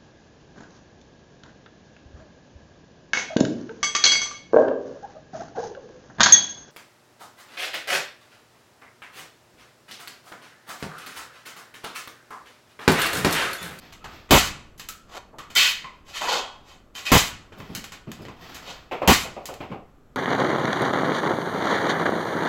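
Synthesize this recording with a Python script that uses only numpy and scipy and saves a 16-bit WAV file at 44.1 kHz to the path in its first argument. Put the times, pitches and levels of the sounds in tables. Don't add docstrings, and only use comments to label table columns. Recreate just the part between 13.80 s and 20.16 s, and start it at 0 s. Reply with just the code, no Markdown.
import sys
import numpy as np
from scipy import signal
from scipy.fft import rfft, irfft
from scipy.io import wavfile
from scipy.ndimage import uniform_filter1d

SR = 44100
rng = np.random.default_rng(int(sys.argv[2]) if len(sys.argv) > 2 else 0)


def file_out(sig):
    cols = np.atleast_2d(sig).T
    lim = np.clip(cols, -1, 1)
    pcm = np.round(lim * 32767).astype(np.int16)
    wavfile.write(sys.argv[1], SR, pcm)


N = 280474
TIME_S = np.arange(N) / SR

# start_s, length_s, level_db
MOVEMENTS = [(0, 0.037, -46), (0.287, 0.077, -46.5), (1.59, 0.37, -64.5), (3.778, 0.18, -48),
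             (4.29, 0.19, -54), (4.615, 0.14, -43), (4.827, 0.13, -49.5), (5.144, 0.7, -57.5)]
# freq_hz, gain_db
CLOTH_SPECTRUM = [(60, 2), (200, 6), (500, 1), (1100, 3.5), (1700, 3.5), (4000, 1), (7000, -10.5),
                  (10000, -17), (16000, -17.5)]
# freq_hz, gain_db
AIR_SPECTRUM = [(20, 14.5), (45, 12), (90, 5.5), (250, 3.5), (450, -0.5), (650, -2), (900, -9.5),
                (1200, -5), (2000, -16.5), (5000, -26), (9000, -22), (15000, -36)]
# start_s, level_db, tilt_db_per_oct,
# decay_s, direct_db
TOOL_CLICKS = [(0.124, -13.5, -0.5, 0.0044, -9), (.242, -8.5, -4, 0.0033, -12),
               (0.49, -9.5, -5.5, 0.022, -8), (.978, -13, 4, .004, -8), (0.996, -5.5, 0.5, 0.0027, -4),
               (1.087, 2.5, 4.5, 0.0046, -0.5), (1.585, -9.5, -2.5, 0.003, -8),
               (1.701, -12.5, -1.5, 0.0046, -21), (1.753, 16.5, 5.5, 0.096, -1),
               (3.147, -20, 1, 0.011, -17), (3.721, -13, -7, 0.0033, -21), (3.781, -10.5, 13, .006, -12),
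               (3.801, -11.5, -6.5, 0.0028, -1), (3.950, 4, 2, 0.00072, -5), (4.041, -7.5, 0, 0.004, -1),
               (4.12, -8.5, -1.5, 0.0085, -5.5), (4.317, -10, 0, 0.0018, 1), (4.42, -19, 6, 0.0011, -6),
               (4.452, -13.5, -6, 0.0011, -1.5), (4.484, -9, -7.5, 0.0012, -5), (4.743, -5.5, 1, 0.012, -8),
               (5.656, 0.5, 3.5, 0.0016, -3), (5.739, -15.5, 1, 0.0035, 2), (5.805, -7, -12, 0.0038, -3.5)]
# freq_hz, gain_db
STEEL_SPECTRUM = [(60, -2.5), (250, -9.5), (500, -13.5), (1000, -0.5), (1600, -1.5), (2800, 3),
                  (5200, -1.5), (7000, -0.5), (10000, -4), (16000, -16.5)]
# pitch_hz, level_db, t60_s
STEEL_MODES = [(861, -13, .4), (1480, -4, .35), (3295, -8, .7), (1186, -6, .03), (2020, -3, .02),
               (2292, -6, .02), (2605, 2, .03), (3130, 2, .025), (3700, -4, .02), (3945, -6, .03),
               (4380, -4, .02), (4845, -8, .03), (5157, -8, .02), (6300, -10, .015), (6700, -5, .012),
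               (7580, -9, .015)]
# start_s, length_s, first_hz, last_hz, level_db
EDGE_SQUEAKS = [(0.198, 0.056, 1260, 1350, -52), (2.469, .04, 876, 1053, -25),
                (2.518, 0.065, 1097, 1026, -30.5), (3.25, 0.056, 2436, 2620, -28),
                (4.412, 0.036, 4900, 5020, -53)]
# start_s, pitch_hz, level_db, t60_s
LOOSE_PINGS = [(.245, 1200, -10, 0.02), (1.087, 1340, -10, .03), (1.586, 1170, -9.5, 0.023),
               (2.042, 1060, -7, 0.032), (2.04, 2020, -10.5, 0.007), (1.09, 18000, -6, 0.024),
               (3.9, 10600, -31, 0.012), (3.2, 12000, -27, 0.03)]
# start_s, level_db, tilt_db_per_oct, decay_s
STEEL_SNAPS = [(.508, 33.5, 1, 0.026), (3.318, 30, 1, 0.027), (5.276, 28.5, 0.8, 0.027)]
# start_s, rise_s, sag_s, hiss_db, hiss_half_width_oct, groan_db, max_t60_s, direct_db
SCRAPE_STROKES = [(1.257, 0.12, 0.0088, -51.5, 1.6, -45.5, 0.045, 7.5),
                  (1.747, 0.014, 0.024, -11, .9, -40.5, 0.27, -15),
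                  (1.785, 0.0095, 0.093, -18, .95, -53, .25, -5),
                  (2.241, 0.038, 0.064, -45.5, 2, -54.5, .05, -11),
                  (2.318, 0.037, 0.036, -29, 1.7, -62, 0.12, -15),
                  (2.398, 0.019, 0.061, -35.5, 1.4, -28, 0.2, -3),
                  (2.456, 0.03, 0.098, -26, 0.85, -25, 0.5, -12),
                  (2.807, 0.077, .07, -52, 1.6, -54.5, .05, -16),
                  (3.141, 0.015, 0.086, -36.5, 2.6, -56.5, .1, -3.5),
                  (3.246, 0.012, 0.058, -29.5, 1.7, -52.5, .1, -2.5),
                  (4.811, 0.084, 0.018, -39, .9, -40.5, .05, -10)]
# start_s, level_db, decay_s, rattle_db
STAND_KNOCKS = [(1.529, -14.5, 0.016, -35), (3.301, -1, 0.023, 0), (5.112, 5, 0.014, -7),
                (5.218, 9, 0.011, -14), (5.445, -4.5, 0.012, -46), (5.565, -3, 0.0037, -16),
                (5.686, -2, 0.0085, -16), (5.804, -3.5, 0.011, -5.5), (5.915, -2.5, 0.0073, -12.5)]
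# start_s, level_db, decay_s
FOOTFALLS = [(3.775, -10, 0.031), (3.893, -7, 0.011), (3.955, -9.5, 0.017), (4.271, -5.5, 0.0021),
             (4.39, -7, 0.019), (5.899, -3.5, 0.019)]
# freq_hz, t60_s
ROOM_DECAY = [(60, 0.8), (400, 0.55), (1200, 0.57), (3000, 0.47), (7000, 0.41), (14000, 0.24)]
# freq_hz, gain_db
MIC_RESPONSE = [(20, -2.5), (100, 0), (7900, -5.5), (8500, -16.5), (10000, -11), (12000, -2), (16000, -2.5)]
# freq_hz, gain_db
BLAST_SPECTRUM = [(20, 5.5), (60, 6), (150, 13.5), (350, 10), (1000, 6.5), (1800, -4.5), (4000, -5.5),
                  (16000, -35)]

BAND_EDGES_HZ = np.geomspace(40, 18000, 11)
WALL_NOISE = np.array([
    signal.sosfilt(signal.butter(3, band_hz, "bandpass", fs=SR, output="sos"),
                   rng.standard_normal(3 * SR))
    for band_hz in zip(BAND_EDGES_HZ, BAND_EDGES_HZ[1:])])


def undb(db):
    return 10 ** (np.asarray(db) / 20)


def unit(x):
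    return x / np.sqrt(np.sum(x ** 2) + 1e-18)


def add(out, start_s, x):
    i = max(int(start_s * SR), 0)
    out[i:i + len(x)] += x[:len(out) - i]


def padded(x):
    return np.pad(x, (0, SR - len(x)))


def through(x, response):
    return signal.fftconvolve(x, response)[:len(x)]


def lowpass(x, order, cutoff_hz):
    return signal.sosfilt(signal.butter(order, cutoff_hz, fs=SR, output="sos"), x)


def at_hz(points, hz):
    freq_hz, value = np.transpose(points)
    return np.interp(np.log(hz), np.log(freq_hz), value)


def min_phase(db_at_hz, size=4096):
    hz = np.maximum(np.arange(size // 2 + 1), 1) * SR / size
    cepstrum = irfft(np.log(undb(db_at_hz(hz))))
    cepstrum[1:size // 2] *= 2
    cepstrum[size // 2 + 1:] = 0
    return irfft(np.exp(rfft(cepstrum)))


def colour(spectrum):
    return min_phase(lambda hz: at_hz(spectrum, hz))


def hump(centre_hz, half_width_oct):
    return unit(min_phase(lambda hz: -20 * np.log10(1 + (np.log2(hz / centre_hz) / half_width_oct) ** 2)))


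def whiten(x):
    spectrum = rfft(x)
    return unit(irfft(spectrum / (np.abs(spectrum) + 1e-18), len(x)))


def slips(samples, rate_per_s, spread_db):
    pulses = (rng.random(samples) < rate_per_s / SR) * rng.standard_normal(samples)
    sizes = undb(spread_db * rng.standard_normal(samples))
    return unit(pulses * sizes) * np.sqrt(samples)


def contact(decay_s, tilt_db_per_oct=0, impact=1.0):
    t = TIME_S[:SR // 6]
    chatter = unit(slips(len(t), rate_per_s=9000, spread_db=2.3) * np.exp(-t / decay_s))
    chatter[0] += impact
    burst = whiten(chatter) * np.exp(-(t / (4 * decay_s)) ** 2)
    tilt = min_phase(lambda hz: tilt_db_per_oct * np.log2(np.maximum(hz, 500)))
    return unit(through(burst, tilt))


def room(x, direct_db, early_db=2, early_s=0.045):
    t = TIME_S[:SR - SR // 4]
    spot = rng.integers(2 * SR)
    t60_s = at_hz(ROOM_DECAY, np.sqrt(BAND_EDGES_HZ[1:] * BAND_EDGES_HZ[:-1]))
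    tail = np.sum(WALL_NOISE[:, spot:spot + len(t)] * undb(-60 * t / t60_s[:, None]), axis=0)
    early_boost = 1 + undb(early_db) * np.exp(-t / early_s)
    return through(x, unit(tail * early_boost)) + undb(direct_db) * x


def rustle(attack_s=0.021, release_s=0.064, still_db=-76.5):
    effort = undb(still_db)
    for start_s, length_s, level_db in MOVEMENTS:
        before_s = np.maximum(start_s - TIME_S, 0)
        after_s = np.maximum(TIME_S - start_s - length_s, 0)
        effort = effort + undb(level_db) * np.exp(-before_s / attack_s - after_s / release_s)
    grains = slips(N, rate_per_s=2500, spread_db=4.5)
    return room(through(grains * effort, unit(colour(CLOTH_SPECTRUM))), direct_db=-6)


def outside_air(level_db=-52):
    return undb(level_db) * through(rng.standard_normal(N), unit(colour(AIR_SPECTRUM)))


def mode(pitch_hz, t60_s):
    t = TIME_S[:SR]
    return unit(np.sin(2 * np.pi * pitch_hz * t) * undb(-60 * t / t60_s))


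def track(force, ring_db, max_t60_s=1):
    modes = unit(sum(undb(db) * mode(hz, min(t60_s, max_t60_s)) for hz, db, t60_s in STEEL_MODES))
    clatter = through(force, unit(colour(STEEL_SPECTRUM)))
    return clatter + undb(ring_db) * through(force, modes)


def clicks():
    force = np.zeros(N)
    for start_s, level_db, tilt_db_per_oct, decay_s, direct_db in TOOL_CLICKS:
        tap = padded(contact(decay_s, tilt_db_per_oct, impact=0.058))
        add(force, start_s, undb(level_db) * room(tap, direct_db))
    return track(force, ring_db=-9)


def squeaks(waver_rms=0.029, overtone_db=-11):
    out = np.zeros(N)
    for start_s, length_s, first_hz, last_hz, level_db in EDGE_SQUEAKS:
        samples = int(length_s * SR)
        wobble = unit(uniform_filter1d(rng.standard_normal(samples), size=100)) * np.sqrt(samples)
        pitch_hz = np.linspace(first_hz, last_hz, samples) * (1 + waver_rms * wobble)
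        phase = 2 * np.pi * np.cumsum(pitch_hz) / SR
        tone = np.sin(phase) + undb(overtone_db) * np.sin(2 * phase)
        add(out, start_s, undb(level_db) * np.hanning(samples) * tone)
    return room(out, direct_db=6)


def pings(clatter_db=-5):
    out = np.zeros(N)
    for start_s, pitch_hz, level_db, t60_s in LOOSE_PINGS:
        blow = padded(contact(decay_s=0.0038))
        note = through(blow, mode(pitch_hz, t60_s))
        clatter = through(blow, hump(pitch_hz, half_width_oct=0.2))
        add(out, start_s, undb(level_db) * (note + undb(clatter_db) * clatter))
    return room(out, direct_db=-68)


def snaps():
    force = np.zeros(N)
    for start_s, level_db, tilt_db_per_oct, decay_s in STEEL_SNAPS:
        crunch = padded(contact(decay_s, tilt_db_per_oct, impact=0.3))
        add(force, start_s, undb(level_db) * room(crunch, direct_db=-3.5, early_db=12.5, early_s=0.042))
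    return track(force, ring_db=-10, max_t60_s=0.053)


def boom(relative_db=-29, cutoff_hz=220, t60_s=0.98):
    out, t = np.zeros(N), TIME_S[:2 * SR]
    for start_s, snap_db, _, _ in STEEL_SNAPS:
        tail = lowpass(rng.standard_normal(len(t)), 2, cutoff_hz) * undb(-60 * t / t60_s)
        add(out, start_s, undb(snap_db + relative_db) * unit(tail))
    return out


def scrapes(hiss_hz=3420, groan_hz=705, low_cut_hz=260, end_pressure=0.6):
    out, t = np.zeros(N), TIME_S[:SR // 3]
    low_cut = signal.butter(2, low_cut_hz, "highpass", fs=SR, output="sos")
    for start_s, rise_s, sag_s, hiss_db, half_width_oct, groan_db, max_t60_s, direct_db in SCRAPE_STROKES:
        pressure = np.interp(t, [0, rise_s, rise_s + sag_s], [0, 1, end_pressure], right=0)
        friction = whiten(slips(len(t), rate_per_s=3000, spread_db=4) * pressure)
        stroke = friction * pressure * np.linalg.norm(pressure)
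        hiss = undb(hiss_db) * hump(hiss_hz, half_width_oct)
        groan = undb(groan_db) * hump(groan_hz, half_width_oct=0.98)
        body = signal.sosfilt(low_cut, hiss + groan)
        force = room(padded(through(stroke, body)), direct_db)
        add(out, start_s, track(force, ring_db=-4.5, max_t60_s=max_t60_s))
    return out


def thud(body_hz, decay_s, rattle_db, cutoff_hz=1250, rattle_hz=2470):
    blow = contact(decay_s, impact=0.42)
    resonance = through(blow, hump(body_hz, half_width_oct=1.05))
    body = unit(lowpass(resonance, 4, cutoff_hz))
    rattle = unit(through(blow, hump(rattle_hz, half_width_oct=0.35)))
    return room(padded(body + undb(rattle_db) * rattle), direct_db=-12.5, early_db=15, early_s=0.1)


def knocks(body_hz=599):
    out = np.zeros(N)
    for start_s, level_db, decay_s, rattle_db in STAND_KNOCKS:
        add(out, start_s, undb(level_db) * thud(body_hz, decay_s, rattle_db))
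    return out


def steps(body_hz=172, grit_db=-16.5):
    out = np.zeros(N)
    for start_s, level_db, decay_s in FOOTFALLS:
        add(out, start_s, undb(level_db) * thud(body_hz, decay_s, grit_db))
    return out


def scene():
    impacts = snaps() + boom() + clicks() + pings() + knocks() + steps()
    return (impacts + scrapes() + squeaks() + rustle() + outside_air())[None]


def record(dry, limit_rms=0.14, recovery_s=0.0041, duck=0.61, clip_at=0.61, top_hz=16000):
    pressure = dry[0]
    swing = lowpass(pressure, 4, cutoff_hz=1500)
    recovery = np.exp(-TIME_S[:SR // 8] / recovery_s)
    swing_rms = np.sqrt(np.abs(through(swing ** 2, recovery / recovery.sum())))
    choke = np.tanh(5 * np.maximum(swing_rms / limit_rms - 0.85, 0)) ** 2
    blast = choke * through(np.tanh(3 * pressure), colour(BLAST_SPECTRUM))
    ducked = (np.clip(pressure, -clip_at, clip_at) + blast) / (1 + duck * choke)
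    coloured = through(ducked, colour(MIC_RESPONSE))
    saturated = 1.05 * np.tanh(coloured / 1.05)
    band_limit = signal.ellip(10, 0.2, 70, top_hz, fs=SR, output="sos")
    return signal.sosfilt(band_limit, saturated)[None]


dry = scene()
out = record(dry)
file_out(out)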